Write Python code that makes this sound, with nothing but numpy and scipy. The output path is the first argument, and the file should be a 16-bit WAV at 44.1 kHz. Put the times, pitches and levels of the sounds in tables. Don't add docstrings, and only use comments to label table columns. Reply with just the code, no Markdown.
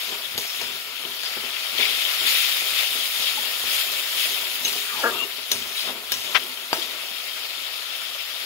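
import sys
import numpy as np
from scipy import signal
from scipy.fft import rfft, irfft, next_fast_len
from scipy.io import wavfile
from scipy.ndimage import uniform_filter1d

SR = 44100
rng = np.random.default_rng(int(sys.argv[2]) if len(sys.argv) > 2 else 0)


def store_pcm(level_fs):
    pcm = np.round(np.clip(level_fs, -1, 1) * 32767).astype(np.int16)
    wavfile.write(sys.argv[1], SR, np.atleast_2d(pcm).T)


def level_to_linear(level):
    exponent = np.asarray(level, float) / 20
    return 10 ** exponent


N = 372644

# time in seconds, level in dB.
BOIL = [(0.0, -29.5), (0.21, -32.5), (0.42, -34.5), (0.56, -31), (0.9, -35), (1.74, -29), (1.79, -25.5),
        (2.42, -25), (3.22, -27.5), (4.19, -28), (5.06, -31.5), (5.36, -34), (5.77, -33.5), (6.0, -36.5),
        (6.26, -32.5), (6.63, -36), (7.01, -32.5), (8.45, -32)]
HISS_FOLLOWS, HISS_DB = 0.97, -7
# time in seconds, extra hiss in dB.
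THIN_FILM = [
    (1.2, 2),
    (1.8, 0),
    (2.45, 3.5),
    (5.1, 5),
    (5.4, 2.5),
    (6.6, 4),
    (7.0, 0),
]
# time, rise and fall in seconds, coarse and fine lift in dB.
SURGES = [(.39, .005, 0.077, 2, 4.5), (.62, 0.025, 0.035, 1.5, -2), (1.26, 0.014, 0.081, 2.5, -0.5),
          (1.79, 0.0084, 0.071, 3.5, 0.5), (2.272, 0.005, 0.12, 5, 5), (2.57, 0.0094, 0.016, 2.5, -1),
          (2.81, 0.05, 0.034, 4.5, 1), (3.25, 0.032, 0.057, 3, 0.5), (3.75, 0.042, 0.06, 4, 4.5),
          (4.23, 0.053, 0.06, 4, 3.5), (4.66, 0.0043, 0.17, 1.5, 2), (5.79, 0.042, 0.037, 3.5, 5.5),
          (5.88, 0.034, 0.0305, 5.5, 1.5), (6.74, 0.0053, 0.053, 4.5, 5.5), (6.82, 0.017, 0.03, 2.5, 0)]
# frequency in Hz, level in dB.
SIMMER = [(220, -23.5), (330, -13.5), (520, -2.5), (690, 0), (830, -3.5), (1050, -1.5), (1350, 5.5),
          (1650, -7.5), (2100, -10.5), (3000, -23)]
# frequency in Hz, level in dB.
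BUBBLING = [(1200, -36), (1700, -8), (2200, -3), (2600, -2.5), (3150, -2.5), (3750, 1), (3950, -1.5),
            (4600, 0.5), (5400, -0.5), (6300, -9), (7500, -14.5)]
# frequency in Hz, level in dB.
HISS = [(5000, -40), (6300, -4.5), (7300, 1), (8500, -6), (9200, 1), (12000, -0.5), (15500, -1)]
# time and fade in seconds, paste slop in dB, blade pressure on the bowl in dB.
STROKES = [(0.11, 0.04, -55, -37), (0.3, .04, -59, -53), (0.38, 0.046, -50, -46), (0.62, 0.17, -57, -46),
           (1.06, 0.069, -57, -43), (1.41, 0.077, -55, -42), (1.75, 0.12, -56, -44),
           (2.22, 0.058, -59, -44), (2.49, 0.1, -63.5, -46), (2.73, 0.023, -61, -46),
           (2.94, 0.099, -58, -49), (3.2, 0.059, -58, -55.5), (3.41, 0.071, -65, -41.5),
           (3.65, .05, -57, -43.5), (3.88, 0.11, -58, -41.5), (4.29, 0.12, -61, -45),
           (4.4, 0.063, -64, -45), (4.66, 0.05, -54, -39), (4.97, 0.15, -56, -39.5),
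           (5.13, 0.061, -55, -33.5), (5.39, .05, -64, -63), (5.55, 0.091, -48, -46),
           (5.66, 0.036, -63.5, -43), (5.88, 0.076, -54, -36.5), (6.12, 0.076, -51.5, -54),
           (6.28, 0.17, -61, -41.5), (6.74, 0.13, -65.5, -39), (7.34, 0.051, -68, -58.5),
           (7.81, 0.062, -75, -65), (8.07, 0.032, -67, -66.5)]
STROKE_RISE_S, DRAG = 0.031, 1.52
REST_SLOP_DB, REST_PRESSURE_DB = -87, -56.5
# frequency in Hz, level in dB.
SLOP = [(25, -27), (50, -4), (80, 6), (125, 1.5), (170, 3), (260, 6), (400, -32)]
# frequency in Hz, level in dB, T60 in seconds.
BOWL = [(215.3, -3, 0.68), (259.2, 4, 0.63), (363, 3, 0.22), (387.3, 1, 0.65), (412.3, 2, 0.91),
        (458.4, 3, 0.17), (515, -0.5, 0.37), (602, 3.5, 0.23), (672.4, 4, 0.45), (700, -15, 0.52),
        (925, 9.5, 0.057)]
# frequency in Hz, width in Hz, level in dB.
FLAME = [(120, 11, -73), (274, 11, -72)]
# time in seconds, blow in dB, pitch of the loudest ring in Hz,
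# push in dB, freedom to ring from 0 to 1.
KNOCKS = [(0.119, -34, 493, -60, 0.5), (0.375, -33, 380, -58, 0.3), (0.612, -30.5, 614, -55, 0.16),
          (1.047, -36.5, 369, -60.5, 0.56), (1.366, -31.5, 256, -67, 0.27), (1.792, -32.5, 415, -64, 0.8),
          (2.209, -34, 643, -47, 0.3), (2.436, -50, 393, -63, 0.35), (2.616, -40, 670, -78, 0.6),
          (2.951, -38, 517, -59, 0.46), (3.199, -56.5, 694, -60, 0.16), (3.634, -36, 378, -45, 0.2),
          (4.149, -39, 260, -62, 0.7), (4.29, -38, 727, -51, 0.3), (4.646, -38, 368, -64, 1),
          (4.753, -36, 519, -70, 0.52), (5.38, -39, 401, -58, 0.16), (5.516, -33.5, 406, -64, 0.9),
          (5.887, -27.5, 377, -60, 0.33), (6.114, -36, 280, -65, 0.6), (6.727, -31, 422, -64, 0.23),
          (7.107, -42, 587, -67.5, 0.5)]
# time in seconds, bright ring in dB, pitch of the loudest ring in Hz,
# middle ring in dB, presence ring in dB.
CLINKS = [
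    (0.378, -22.5, 6700, -36, -25),
    (0.614, -31, 6500, -39, -31),
    (1.2338, -30, 6800, -28, -36),
    (4.649, -26, 6300, -39.5, -27),
    (4.68, -29, 5700, -46, -26),
    (4.7266, -31, 4860, -46, -32),
    (4.999, -27.5, 4900, -40, -42),
    (5.5158, -20, 6350, -29, -22),
    (6.1195, -21, 6040, -27.5, -23),
    (6.7303, -23, 7510, -27, -25.5),
]
TICK = 9.5
FLAT_DULLS = 0.7
TOP_RING_DB = -17
# frequency in Hz, level in dB, T60 in seconds.
STEEL = [(1050, 4, 0.22), (1220, -14, 0.16), (1370, 5, 0.063), (1575, -4, 0.095), (1640, 8, 0.071),
         (2690, -14.5, .1), (2810, 2.5, 0.099), (3200, -19, 0.09), (3700, 13, 0.098), (4100, 20.5, 0.049),
         (4690, 8, 0.061)]
# frequency in Hz, level in dB, T60 in seconds.
BLADE = [(5180, -3, 0.066), (5860, 3, 0.17), (6180, -1, 0.18), (7360, -18, 0.11), (9540, 8, 0.15),
         (12300, 14, 0.1), (14130, 5, .05)]
# time in seconds, frequency in Hz,
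# level in dB, T60 in seconds.
ACCENTS = [(0.378, 3661, -32, .03), (0.378, 12440, -24, .075), (4.6485, 3900, -23, .03),
           (4.6485, 6340, -17.5, .07), (4.655, 2900, -35, .1), (4.68, 3710, -33, .09),
           (4.7266, 4860, -27, .08), (5.516, 3500, -27, 0.043), (5.5162, 6030, -16.5, 0.074),
           (5.5162, 6650, -20, .05), (5.5158, 12800, -17, .035), (5.5158, 13800, -18, .02),
           (6.122, 3000, -38, 0.12), (6.1197, 5430, -23.5, .1), (6.1197, 12340, -23, .056),
           (6.1195, 13300, -11, .008), (6.1195, 15600, -22, .012), (6.7303, 900, -7.5, 0.005),
           (6.7303, 430, -24, .009), (6.75, 690, -35, .12), (6.782, 350, -30, .07),
           (6.73, 1292, -27, 0.066), (6.73, 1580, -27, 0.05), (6.7302, 4700, -19, .025),
           (6.73, 684, -28, 0.046), (6.7301, 2300, -22, .006), (6.1197, 5930, -27, 0.14),
           (6.121, 9540, -26, .13), (5.516, 9523, -26, .2), (0.613, 1250, -24, .006), (1.79, 600, -29, .03),
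           (5.1, 385, -39, .5), (5.155, 370, -35, .12), (5.25, 400, -35, .1), (5.516, 5500, -30, .12),
           (0.45, 700, -33, .03)]
# time and length in seconds, pitch and width in Hz, level in dB.
SCRAPES = [(.46, .1, 5340, 400, -40), (0.598, 0.11, 5250, 400, -42), (1.232, 0.064, 4800, 700, -36),
           (1.777, 0.12, 2230, 500, -35), (4.648, .07, 5600, 900, -41), (5.773, 0.072, 4930, 900, -37),
           (5.52, 0.03, 1520, 600, -43), (6.735, .065, 650, 700, -40), (5.517, .04, 7000, 6000, -34),
           (6.121, .04, 7000, 6000, -35), (4.86, .14, 1500, 500, -44)]
# time in seconds, peak in dB, pitch in Hz.
CRACKS = [(1.0281, -21.5, 3120), (1.0515, -19, 3070), (1.269, -22, 3080), (1.3234, -20, 3560),
          (1.7834, -8, 3200), (1.7924, -13, 2130), (1.8108, -6, 3560), (1.8274, -8, 3540),
          (2.0512, -12, 3150), (2.2657, -7, 3470), (2.3511, -7, 3660), (4.554, -18, 3200),
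          (4.9367, -22, 3610), (5.1507, -19, 2650), (5.1901, -21, 2670), (5.2026, -23, 2870),
          (5.2124, -16, 2780), (5.6228, -19, 3190), (5.7813, -19, 3800), (6.5231, -23, 2630),
          (6.573, -20, 3080), (6.8194, -15, 3300), (6.9097, -23, 3600), (8.1457, -18, 3100)]
CRACK_T60_S, CRACK_DB = 0.022, -14
# time in seconds, pitch in Hz, level in dB, length in seconds.
DRIP = [
    (3.375, 862, -31, 0.0194),
]
# time in seconds, first and last pitch in Hz, level in dB, width in Hz.
SQUEAKS = [
    (4.89, 1175, 1220, -31.5, 148),
    (4.965, 1080, 700, -34, 200),
    (4.93, 900, 860, -39, 120),
    (5.115, 2640, 2760, -37, 90),
    (5.175, 2810, 2800, -32.5, 100),
    (5.105, 1150, 1300, -33, 120),
    (5.165, 1230, 1080, -33.5, 100),
    (5.754, 3940, 4100, -31.5, 200),
    (5.845, 3620, 3700, -40, 200),
]
SQUEAK_S = 0.083
# time in seconds, slips per second, level in dB.
CHATTER = [
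    (4.999, 200, -41),
    (5.029, 230, -34),
    (5.037, 320, -18.5),
    (5.05, 212, -19),
    (5.065, 240, -18.5),
    (5.079, 230, -23),
    (5.102, 230, -27),
]
# frequency in Hz, width in Hz, level in dB.
RIM = [(252, 62, -34), (352, 22, -7), (493, 150, -0.5), (637, 43, 2), (896, 36, 1), (1100, 43.4, 1.5),
       (1220, 69, 6), (1350, 70, -2), (1600, 63, 5), (800, 1400, -23)]
# time, rise and fall in seconds, level in dB.
SPIT = [
    (6.356, 0.0058, 0.0135, -16.5),
]
# frequency in Hz, level in dB.
SPIT_TONE = [(100, -50), (300, -23), (700, -10), (1400, -0.5), (2000, -7.5), (2800, -10.5), (3800, -14),
             (5500, -13), (8000, -25)]
# frequency in Hz, share from 0 to 1.
SAME = [(50, 0.25), (250, 0.84), (650, 0.74), (1300, 0.35), (1800, 0.21), (6200, 0.034), (7100, 0.91),
        (8000, 0.13), (9200, 1), (12500, 0.81), (13100, 0.49), (14500, 0.65), (16000, 0.64)]
LAG_S, LAG_ENDS_HZ = 0.00013, 6050
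ECHO_DB, ECHO_T60_S = -10, 0.035
RIM_LAG_S = -0.00026
# frequency in Hz, level in dB.
LEFT_PORT = [(60, 6), (250, 3), (600, 4), (1200, 4.5), (2000, 10), (3200, 16.5), (4500, 7.5), (6000, 2.5),
             (7400, -9), (7900, -32), (8500, -3), (9000, -14), (12000, -3.5), (15500, -3)]
# centre and width in Hz, share of time lost left and right.
STARVED = [(6550, 500, .12, .12), (8200, 650, .7, .03), (8500, 350, .75, .3), (9500, 500, .03, .02),
           (11000, 600, .03, .03), (13100, 700, .14, .14), (13900, 600, .08, .08), (14600, 700, .09, .09)]
EDGE_HZ = 15730


def evened(x):
    return x / np.sqrt(np.mean(x ** 2) + 1e-20)


def read(points, hz):
    f, value = np.transpose(points)
    return np.interp(np.log(hz + 1), np.log(f + 1), value)


def curve(rows):
    return np.interp(np.arange(N) / SR, *np.transpose(rows))


def add(mix, s, sound):
    part = mix[round(s * SR):][:len(sound)]
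    part += sound[:len(part)]


def seconds(length):
    return np.arange(round(length * SR)) / SR


def smooth_noise(count, samples):
    return evened(uniform_filter1d(rng.standard_normal(count), samples))


def swell(s, rise, fall):
    t = np.arange(N) / SR - s
    return np.exp(-0.5 * np.minimum((t / np.where(t < 0, rise, fall)) ** 2, 60))


def colour(x, gain):
    size = next_fast_len(len(x) + 4096)
    return irfft(rfft(x, size) * gain(np.fft.rfftfreq(size, 1 / SR)), size)[:len(x)]


def shaped(x, points):
    return evened(colour(x, lambda hz: level_to_linear(read(points, hz))))


def bandpass(x, order, low_hz, high_hz):
    sos = signal.butter(order, [low_hz / SR * 2, high_hz / SR * 2], "band", output="sos")
    return signal.sosfilt(sos, x)


def resonate(x, hz, width):
    turn = np.exp(2j * np.pi * np.cumsum(hz * np.ones(len(x))) / SR)
    r = np.exp(-np.pi * width / SR)
    return 2 * (turn * signal.lfilter([1 - r], [1, -r], x / turn)).real


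def sustained(x, hz, width):
    return evened(signal.lfilter(*signal.iirpeak(hz, hz / width, SR), x))


def ring(modes, extra_db, damping):
    t = seconds(0.4)
    hz, db, t60 = np.transpose(modes)[:, :, None]
    luck = rng.standard_normal((len(modes), 2, 1))
    level_db = db + np.reshape(extra_db, (-1, 1)) + 3 * luck[:, 0] - 60 * t / (t60 * damping)
    detuned_hz = hz * (1 + 0.003 * luck[:, 1])
    return (level_to_linear(level_db) * np.sin(2 * np.pi * detuned_hz * t)).sum(0)


def twice(x):
    return np.array([x, np.roll(x, N // 2)])


def steam(patchy_db, flicker_db):
    frames = N // 64 + 5
    a, b, patches = rng.standard_normal((frames, 129, 3)).T
    patches = evened(uniform_filter1d(uniform_filter1d(patches, 5, 0), 30, 1))
    flicker = smooth_noise(frames, 12)
    z = (a + 1j * b) * level_to_linear(patchy_db * patches + flicker_db * flicker)
    return evened(signal.istft(z, nperseg=256, noverlap=192)[1][:N])


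def pops(per_s, spread_db, life_s):
    when, size, kind = rng.random((N, 3)).T
    size = level_to_linear(spread_db * np.minimum(-np.log(size + 1e-9), 5)) * (when < per_s / SR)
    t, out = np.arange(200) / SR, np.zeros(N)
    pitches = np.linspace(600, 15600, num=18)
    kind = (kind * len(pitches)).astype(int)
    for k, hz in enumerate(pitches):
        rising = np.sin(2 * np.pi * hz * t * (1 + 30 * t))
        blip = t / life_s * np.exp(-t / life_s) * rising
        out += signal.oaconvolve(size * (kind == k), blip)[:N]
    return evened(out)


def frying():
    coarse_lift_db, fine_lift_db = np.zeros((2, N))
    for s, rise, fall, coarse_lift, fine_lift in SURGES:
        surge = swell(s, rise, fall)
        coarse_lift_db += coarse_lift * surge
        fine_lift_db += fine_lift * surge
    crackle = 0.31 * level_to_linear(0.21 * coarse_lift_db)
    boil = steam(patchy_db=1.5, flicker_db=0.61) + crackle * pops(per_s=2500, spread_db=3.0, life_s=0.00031)
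    coarse_db = curve(BOIL) + coarse_lift_db
    fine_db = HISS_FOLLOWS * curve(BOIL) + HISS_DB + curve(THIN_FILM) + fine_lift_db
    simmer = level_to_linear(0.59 * coarse_db - 27.5) * twice(shaped(boil, SIMMER))
    coarse = level_to_linear(coarse_db - 6.5) * twice(shaped(boil, BUBBLING))
    return simmer + coarse + level_to_linear(fine_db) * twice(shaped(boil, HISS))


def strokes(db, rest_db, drag):
    power = level_to_linear(2 * rest_db) * np.ones(N)
    for (s, fade, *_), level_db in zip(STROKES, db):
        power += level_to_linear(2 * level_db) * swell(s, STROKE_RISE_S, drag * fade) ** 2
    return np.sqrt(power)


def stirring():
    grit, wet = rng.standard_normal((N, 2)).T
    drift = uniform_filter1d(uniform_filter1d(rng.standard_normal(N), 500), 500)
    lumps = level_to_linear(3.4 * evened(drift))
    hum = sum(level_to_linear(db) * sustained(grit * lumps, hz, 2.75 / t60 * 3) for hz, db, t60 in BOWL)
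    hum = signal.sosfilt(signal.butter(4, 215 / SR * 2, "high", output="sos"), hum)
    _, _, slop_db, pressure_db = np.transpose(STROKES)
    slop = strokes(slop_db - 2.0, REST_SLOP_DB, 1.0) * twice(shaped(wet * lumps, SLOP))
    return slop + strokes(pressure_db - 5.0, REST_PRESSURE_DB, DRAG) * twice(evened(hum))


def burner():
    return twice(sum(level_to_linear(db) * sustained(rng.standard_normal(N), hz, width) for hz, width, db in FLAME))


def knock(db, hz, push_db, free):
    t = seconds(0.4)
    near_db = -7 * abs(np.log2(np.array(BOWL)[:, 0] / hz))
    rings = ring(BOWL, db - 14.5 + near_db, damping=max(free, 0.05))
    push = level_to_linear(push_db - 60 * t / 0.088) * np.sin(2 * np.pi * 95 * t * np.exp(-8 * t))
    thud = evened(bandpass(rng.standard_normal(len(t)), 2, 160, 1100))
    thud = thud * level_to_linear(db - 3.5 - 60 * t / 0.083)
    return (rings + thud + push) * np.minimum(t / 0.002, 1)


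def clink(db, hz, middle_db, presence_db):
    t = seconds(0.4)
    modes = np.array([*STEEL, *BLADE, (hz, 9.5, 0.1)])
    mode_hz = modes[:, 0]
    top_db = presence_db + TOP_RING_DB - FLAT_DULLS * max(middle_db + 21.0, 0)
    group_db = np.select([mode_hz < 2000, mode_hz < 4400, mode_hz < 8500],
                         [middle_db - 14.5, presence_db - 19.5, db - 11.5], top_db)
    decay = 1.3 * level_to_linear(-60 * t / 0.0067) + 0.5 * level_to_linear(-60 * t / 0.035) + 0.38 * level_to_linear(-60 * t / 1.24)
    crack = rng.standard_normal(len(t)) * decay
    crack[round(0.0008 * SR)] += TICK

    def crack_gain(f):
        bass_cut = f ** 2 / (f ** 2 + 500 ** 2)
        return level_to_linear(np.interp(f, mode_hz[:-1], group_db[:-1]) + 13.5) * bass_cut

    rings = ring(modes, group_db - 4.0, damping=0.85) * np.minimum(t / 0.00087, 1)
    blow = rings + colour(crack, crack_gain)
    bounce = round(0.0052 * SR)
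    return blow + 0.085 * np.roll(blow, bounce) * (np.arange(len(t)) >= bounce)


def ping(hz, db, t60):
    t = seconds(0.25)
    beat = 1 + 0.4 * np.cos(2 * np.pi * (rng.uniform(56, 220) * t + rng.random()))
    envelope = level_to_linear(db - 60 * t / t60) * beat * np.minimum(t / 0.0002, 1)
    return -envelope * np.sin(2 * np.pi * hz * t)


def scrape(length, hz, width, db):
    when, size = rng.random((round(length * SR), 2)).T
    grit = (when < 1500 / SR) * np.log(size + 1e-9) + 0.05 * (size - 0.5)
    rasp = resonate(resonate(grit, hz, width), hz, width)
    return level_to_linear(db) * evened(rasp) * np.sin(np.pi * np.linspace(0, 1, len(grit)) ** 0.65)


def snap(db, hz):
    return ping(hz, db + CRACK_DB, CRACK_T60_S)


def drip(hz, db, length):
    t = seconds(length)
    return level_to_linear(db - 4 * t / length) * signal.windows.tukey(len(t), 0.25) * np.sin(2 * np.pi * hz * t)


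def squeak(first_hz, last_hz, db, width):
    count = round(SQUEAK_S * SR)
    hz = np.linspace(first_hz, last_hz, count)
    fuzz = resonate(resonate(rng.standard_normal(count), hz, width), hz, width)
    waver = 1 + 0.02 * smooth_noise(count, 300)
    grip = level_to_linear(1.5 * smooth_noise(count, 350))
    tone = np.sin(2 * np.pi * np.cumsum(hz * waver) / SR)
    body = evened(1.4 * evened(fuzz) + 1.0 * tone)
    return level_to_linear(db - 8) * body * grip * signal.windows.tukey(count, 0.6)


def chatter():
    s, per_s, db = np.transpose(CHATTER)
    t = np.arange(s[0], s[-1] + 0.51, 1 / SR)
    uneven = 1 + 0.066 * smooth_noise(len(t), 150)
    turns = np.floor(np.cumsum(np.interp(t, s, per_s) * uneven) / SR)
    slip_db = 1.8 * rng.standard_normal(len(t)) - 4.0 * (turns % 2)
    slips = np.diff(turns, prepend=0) * level_to_linear(slip_db)
    drive = evened(slips) + 0.4 * rng.standard_normal(len(t))
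    drive = drive * level_to_linear(np.interp(t, s, db, right=-90))
    rings = sum(level_to_linear(mode_db) * resonate(drive, hz, width) for hz, width, mode_db in RIM)
    return s[0], bandpass(-2.2 * rings, 9, 190, 1720)


def spit():
    s, rise, fall, db = SPIT[0]
    when, size = rng.random((N, 2)).T
    droplets = evened((when < 1500 / SR) * np.log(size + 1e-9))
    burst = rng.standard_normal(N) + 0.8 * droplets
    return level_to_linear(db) * shaped(burst, SPIT_TONE) * swell(s, rise, fall)


def echoed(x):
    t = seconds(0.05)
    tail = rng.standard_normal((len(t), 2)).T * level_to_linear(-60 * t / ECHO_T60_S) * np.minimum(t / 0.0013, 1)
    tail = level_to_linear(ECHO_DB) * tail / np.linalg.norm(tail, axis=1, keepdims=True)
    return x + signal.oaconvolve(x[None], tail, axes=1)[:, :N]


def early(share):
    return lambda hz: share(hz) * np.exp(2j * np.pi * hz * LAG_S * (hz < LAG_ENDS_HZ))


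def ports(spread, point, rim):
    def same(hz):
        return np.clip(read(SAME, hz), 0, 1)

    shared = colour(spread[0], early(same))
    own = colour(spread[1], lambda hz: np.sqrt(1 - same(hz) ** 2))
    near, far = echoed(point), echoed(rim)
    far_left = colour(far[0], lambda hz: np.exp(2j * np.pi * hz * RIM_LAG_S))
    left = shared + own + colour(near[0] + far_left, early(np.ones_like))
    right = spread[0] + near[1] + far[1]
    return np.array([left, right])


def scene():
    spread = frying() + stirring() + burner()
    steel, rim = np.zeros((2, N))
    for s, *row in ACCENTS:
        add(steel, s, ping(*row))
    steel = colour(steel, lambda hz: hz ** 4 / (hz ** 4 + 170 ** 4))
    for s, *row in KNOCKS:
        add(steel, s + 0.0025, knock(*row))
    for rows, sound in [(CLINKS, clink), (SCRAPES, scrape), (CRACKS, snap), (DRIP, drip),
                        (SQUEAKS, squeak)]:
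        for s, *row in rows:
            add(steel, s, sound(*row))
    add(rim, *chatter())
    spit_gain = level_to_linear(np.array([[0], [-14]]))
    return ports(spread, steel, rim) + spit() * spit_gain


def starved(x):
    hz, t, z = signal.stft(x, SR, nperseg=1024)
    power = abs(z) ** 2
    usual = uniform_filter1d(power, size=12, axis=1)
    z = z * ((power > 0.45 * usual) | (hz < 5500)[:, None])
    for centre_hz, width, left, right in STARVED:
        chance = np.repeat(rng.random(len(t)), rng.integers(2, 5, len(t)))[:len(t)]
        dropped = chance < np.array([[left], [right]])
        band = abs(hz - centre_hz) < width / 2
        z = z * (1 - dropped[:, None] * band[:, None])
    rumble_cut = hz ** 2 / (hz ** 2 + 60 ** 2)
    passed = rumble_cut * (hz < EDGE_HZ)
    return signal.istft(z * passed[:, None], SR, nperseg=1024)[1][:, :N]


def roll_off(x):
    return signal.sosfilt(signal.butter(12, 16970, fs=SR, output="sos"), x)


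def record(dry):
    left = colour(dry[0], lambda hz: level_to_linear(read(LEFT_PORT, hz)))
    overloaded = np.tanh(np.array([left, dry[1]]))
    return roll_off(starved(overloaded))


dry = scene()
out = record(dry)
store_pcm(out)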